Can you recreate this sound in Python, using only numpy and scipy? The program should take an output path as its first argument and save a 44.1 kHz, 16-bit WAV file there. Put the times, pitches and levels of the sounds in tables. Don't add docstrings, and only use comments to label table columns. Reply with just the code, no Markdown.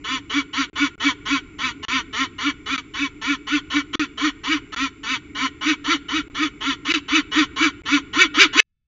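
import sys
import numpy as np
from scipy import signal
from scipy.fft import rfft, irfft, next_fast_len
from scipy.io import wavfile
from scipy.ndimage import uniform_filter1d, map_coordinates

SR = 44100
rng = np.random.default_rng(int(sys.argv[2]) if len(sys.argv) > 2 else 0)


def ratio(d):
    e = np.asarray(d, float) / 20
    return 10 ** e


def wav_out(sig):
    wavfile.write(sys.argv[1], SR, np.round(np.clip(np.atleast_2d(sig).T, -1, 1) * 32767).astype(np.int16))


N = 391166
TIME = np.arange(N) / SR
STRAIN_HZ = 295.4


def unit(x):
    return x / np.sqrt(np.mean(x ** 2) + 1e-20)


def along(points, hz):
    f, v = np.transpose(points)
    return np.interp(np.log(hz + 1), np.log(f + 1), v)


def wobble(rate):
    knots = rng.standard_normal(int(N * rate / SR) + 4)
    return map_coordinates(knots, [TIME * rate])


def filtered(x, response):
    m = next_fast_len(N + SR // 2)
    return irfft(rfft(x, m) * response(np.fft.rfftfreq(m, 1 / SR)), m)[:N]


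def causal(spectrum):
    def response(hz):
        cepstrum = irfft(np.log(ratio(along(spectrum, hz)) + 1e-6))
        cepstrum[1:len(hz) - 1] *= 2
        cepstrum[len(hz):] = 0
        return np.exp(rfft(cepstrum))
    return response


# (frequency [Hz], width [Hz], level [dB])
BOX_MODES = [(426.6, 23.4, 19), (1056, 39, 5), (1422, 100, 9.5), (1870, 38, 6.5), (2272, 24, 9),
             (2630, 37, 2.5), (2660, 230, 3.5), (2923, 140, 8), (3500, 94, 4), (3846, 93, 5.5),
             (4290, 120, 4.5), (5970, 27, -8), (6850, 60, 9.5)]


def standing(f):
    response = 1
    for centre, width, db in BOX_MODES:
        response = response + (ratio(db) - 1) * 1j * f * width / (centre ** 2 - f * f + 1j * f * width)
    return response


# (frequency [Hz], density [dB per Hz])
TOWN_COLOUR = [(12, -31), (20, -7.5), (75, -5), (157, -10.5), (200, -12), (244, -14), (289, 3),
               (508, -40.5), (1140, -29.5), (1290, -27), (1690, -43), (2160, -17.5), (4080, -62),
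               (6500, -60.5), (7000, -49), (9100, -71), (15400, -120)]
# (time [s], level [dB])
TOWN_LEVEL = [
    (0, -49),
    (2.002, -48),
    (4.5, -49.5),
    (6.998, -47.5),
    (8.9, -48),
]


def town():
    s, level_db = np.transpose(TOWN_LEVEL)
    rumble = filtered(rng.standard_normal(N), lambda f: ratio(along(TOWN_COLOUR, f)) * standing(f))
    return ratio(np.interp(TIME, s, level_db) + 6 + 1.2 * wobble(4)) * unit(rumble)


def hum():
    return ratio(-77) * unit(filtered(rng.standard_normal(N), lambda hz: 1 / (1 + (hz / 110) ** 3)))


def hiss():
    return ratio(-67) * unit(filtered(rng.standard_normal(N), lambda f: f > 3500))


# (from [s], to [s])
DROPOUTS = [
    (.699, .7307),
    (.9554, .9791),
    (1.8513, 1.8826),
    (2.763, 2.7788),
    (3.9551, 3.9948),
    (4.7472, 4.7626),
    (6.2827, 6.299),
    (6.923, 6.9388),
    (7.819, 7.8351),
    (8.6031, 9),
]


def whine():
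    picture_s = 1 / 30
    flowing = 1 - sum((TIME > a) & (TIME < b) for a, b in DROPOUTS)
    since = (np.cumsum(flowing) / SR - .0045) % picture_s
    tone = np.sin(2 * np.pi * 7262 * since) * np.clip(since / 0.004, 0, 1) * ratio(-90 * since)
    click = np.sin(2 * np.pi * 6400 * since) * ratio(-11.0 - 60 * since / .008)
    return ratio(-63.5) * (tone + click)


def played(s):
    return s - sum(np.clip(s - a, 0, b - a) for a, b in DROPOUTS)


# (start [s], swell [s], fall [s], peak level [dB],
# top pitch [Hz])
FALCON_CALLS = [ (0.040, 0.095, 0.068, -24, 269), (0.295, 0.078, 0.061, -20.5, 299),
                (0.529, 0.073, 0.064, -20, 281), (0.754, 0.075, 0.065, -19, 287),
                (0.998, 0.069, 0.073, -18, 284), (1.253, 0.075, 0.08, -19.5, 281),
                (1.584, 0.073, 0.074, -21.5, 263), (1.826, 0.1, 0.07, -19.5, 266),
                (2.127, 0.085, 0.064, -20.5, 272), (2.381, 0.1, 0.043, -21.5, 289),
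                (2.658, 0.075, .066, -22, 274), (2.937, 0.09, 0.065, -23.5, 281),
                (3.213, 0.095, 0.064, -21.5, 284), (3.468, .078, 0.062, -20.5, 296),
                (3.700, 0.068, .062, -21, 317.3), (3.929, .022, .084, -22, 311.3),
                (4.173, 0.086, 0.057, -21, 320.3), (4.434, 0.089, 0.075, -22, 326.1),
                (4.721, 0.093, 0.064, -21.5, 279), (5.031, 0.098, 0.056, -21, 262),
                (5.348, 0.095, 0.05, -20.5, 275.1), (5.609, 0.089, 0.057, -19.5, 318.8),
                 (5.841, 0.078, 0.063, -20.5, 339.6), (6.083, 0.086, 0.059, -23.5, 329),
                 (6.345, 0.086, .064, -22.5, 318.3), (6.605, 0.086, 0.067, -21, 277.5),
                 (6.848, .070, .068, -20.5, 352.1), (7.080, 0.083, 0.06, -17.5, 336.4),
                 (7.313, 0.077, 0.073, -17, 307.6), (7.559, .078, .076, -18, 320.6),
                 (7.854, 0.089, 0.063, -17, 290.1), (8.130, .084, .066, -17.5, 385),
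                 (8.339, .078, .064, -15, 402), (8.528, .076, .070, -18, 434.2),]
CACKLES = FALCON_CALLS


def effort():
    slack_hz, lag_s, climb_bend = 212.6, .010, 1.7
    sink, sink_bend = .9, 1.3
    calls = np.array(CACKLES)
    current = np.maximum(np.searchsorted(calls[:, 0], TIME) - 1, 0)
    start, swell, fall, peak_db, top_hz = calls[current].T
    played_start = np.interp(start, calls[:, 0], played(calls[:, 0]))
    since = np.maximum(played(TIME) - played_start, 0)
    up = np.clip(since / swell, 0, 1)
    down = np.clip((since - swell) / fall, 0, 1)

    climb = np.sin(np.pi / 2 * np.clip((since - lag_s) / (swell - lag_s), 0, 1)) ** climb_bend
    pitch_hz = slack_hz + (top_hz - slack_hz) * (climb - sink * down ** sink_bend)
    pitch_hz = pitch_hz * (1 + .018 * wobble(30))

    onset_db = -31 + 0.17 * (peak_db - peak_db.mean()) + 0.025 * (top_hz - STRAIN_HZ)
    level_db = onset_db + (peak_db - onset_db) * up ** 0.75
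    level_db = level_db - 10.5 * np.clip(1 - since / 0.007, 0, 1)
    level_db = level_db - 6.5 * down - 38 * down ** 5.15
    level_db = level_db + 0.0926 * np.maximum(pitch_hz - STRAIN_HZ, 0)
    return np.clip(since / (swell + fall), 0, 1), down, level_db, pitch_hz


def membrane(cycles, live, flutter_db):
    knots = np.arange(0, N / SR + 1, 1 / 110)
    stack = np.zeros(N)
    for k in range(2, 33):
        curves = rng.standard_normal((2, len(knots)))
        swell, drift = (np.interp(TIME[live], knots, row) for row in curves)
        phase = 2 * np.pi * (k * cycles[live] + rng.random()) + (.5 + .03 * k) * drift
        weak_db = 6.5 if k < 4 else 0
        stack[live] += ratio(flutter_db * swell - weak_db) * np.sin(phase)
    return unit(stack)


def windpipe(x, opening):
    spacing_hz, beak_cut_hz = 1187, 710
    hz, t, z = signal.stft(x, SR, nperseg=512, noverlap=384)
    f, shift = hz[:100, None], .5 * np.interp(t, TIME, opening)
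    tube = .1
    for k in range(1, 7):
        centre = spacing_hz * (k - .5 + shift * (1 + 0.32 / k ** 2))
        width = 230 + 25 * k + 300 / k ** 3
        tube = tube + (-1) ** k * 1j * f * width / (centre ** 2 - f * f + 1j * f * width)
    z[:100] *= tube / (1 + (2 * shift * beak_cut_hz / (f + 1)) ** 4)
    return signal.istft(z, SR, nperseg=512, noverlap=384)[1][:N]


# (frequency [Hz], density [dB per Hz])
SYRINX_COLOUR = [(260, -51), (450, -8.5), (560, -8.5), (800, -9.5), (1050, -1.5), (1500, -4), (2200, -2),
                 (3200, 0.5), (4000, -9.5), (5000, -14.5), (6100, -10), (7000, -25), (8000, -36),
                 (16000, -120)]
# (pitch [Hz], level [dB])
CHEST_BOOM = [(210, -20), (245, -15.5), (278, -1), (302, 2), (335, -10), (410, -13)]


def falcon():
    progress, fading, rasp_db, pitch_hz = effort()
    boom_db = along(CHEST_BOOM, pitch_hz)
    sounding = uniform_filter1d(1. 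* (progress > 0) * (progress < 1), size=70)

    gape = 0.97 + 0.17 * wobble(4) + 0.0032 * (pitch_hz - STRAIN_HZ)
    opening = gape * np.abs(np.sin(np.pi * progress ** 1.06)) ** 0.63

    cycles = np.cumsum(pitch_hz * (1 + .008 * wobble(40))) / SR
    other_side = np.cumsum(1.17 * pitch_hz * (1 + .05 * wobble(25))) / SR
    breath = unit(rng.standard_normal(N) * np.exp(-1.5 * (other_side % 1)))
    hoarse = .2 + .3 * np.clip((pitch_hz - 268) / 35, 0, 1) + .15 * np.sqrt(fading)
    voiced = membrane(cycles, sounding > 0, flutter_db=2.8)
    voiced = voiced * (1 + hoarse * np.sin(2 * np.pi * other_side))
    source = np.sqrt(1 - hoarse) * voiced + np.sqrt(hoarse) * breath
    source = filtered(source, causal(SYRINX_COLOUR))
    rasp = filtered(windpipe(source, opening), standing)

    power = uniform_filter1d(rasp ** 2 * sounding, size=2200)
    power = power / uniform_filter1d(sounding + 1e-3, size=2200)
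    rasp = rasp / np.sqrt(np.abs(power) + 1e-4)
    boom = np.sqrt(2) * ratio(rasp_db + boom_db) * np.sin(2 * np.pi * cycles)
    return sounding * ratio(rasp_db) * rasp, sounding * boom


def hollow(f):
    return 1j * f * 70 / (295 ** 2 - f * f + 1j * f * 70)


def walls(x):
    t = np.arange(SR // 16) / SR
    out = np.zeros(N + SR)
    lasting = rng.standard_normal(len(t))
    for start, swell, fall, *_ in CACKLES:
        a = round(start * SR) - 200
        b = round((start + swell + fall) * SR) + 1400
        echoes = lasting + .7 * rng.standard_normal(len(t))
        echoes = echoes * ratio(-60 * t / .06) * (t > .001)
        out[a:b + len(t) - 1] += signal.fftconvolve(x[a:b], echoes / np.linalg.norm(echoes))
    return out[:N]


# (frequency [Hz], decay by 60 dB [s])
YARD_DECAY = [(300, 0.16), (1500, 0.84), (3500, 0.78), (7000, 0.017)]


def yard(x):
    hz, t, z = signal.stft(rng.standard_normal(SR), SR, nperseg=256)
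    decay = ratio(-60 * t / along(YARD_DECAY, hz)[:, None])
    tail = signal.istft(z * decay, SR, nperseg=256)[1]
    return filtered(signal.fftconvolve(x, tail / np.linalg.norm(tail))[:N], standing)


def scene():
    surroundings = town() + whine() + hiss()
    rasp, boom = falcon()
    near = ratio(-2.5) * rasp + ratio(-4) * walls(rasp) + ratio(1.5) * filtered(boom, hollow)
    return (near + ratio(-35.5) * yard(rasp + boom) + surroundings)[None]


# (frequency [Hz], level [dB])
MICROPHONE_EDGE = [(7000, 0.5), (7350, 1.5), (7600, 1), (8000, -36.5), (8600, -86.5)]


def microphone(x):
    squeezed = x / (1 + np.abs(x / 1.3) ** 4) ** .25
    return filtered(squeezed, lambda hz: ratio(along(MICROPHONE_EDGE, hz)))


def stream_gate():
    gate_db = np.zeros(N)
    for a, b in DROPOUTS:
        gap = (TIME > a) & (TIME < b)
        since = TIME[gap] - a
        gate_db[gap] = np.where(since < .027, -27 - 650 * since, -90)
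    return uniform_filter1d(ratio(gate_db), size=9)


def band_limit(x):
    return signal.sosfilt(signal.butter(12, 7750, fs=SR, output="sos"), x)


def record(dry):
    x = microphone(dry[0]) * stream_gate() + hum()
    return band_limit(np.clip(x, -.9, .9)[None])


dry = scene()
out = record(dry)
wav_out(out)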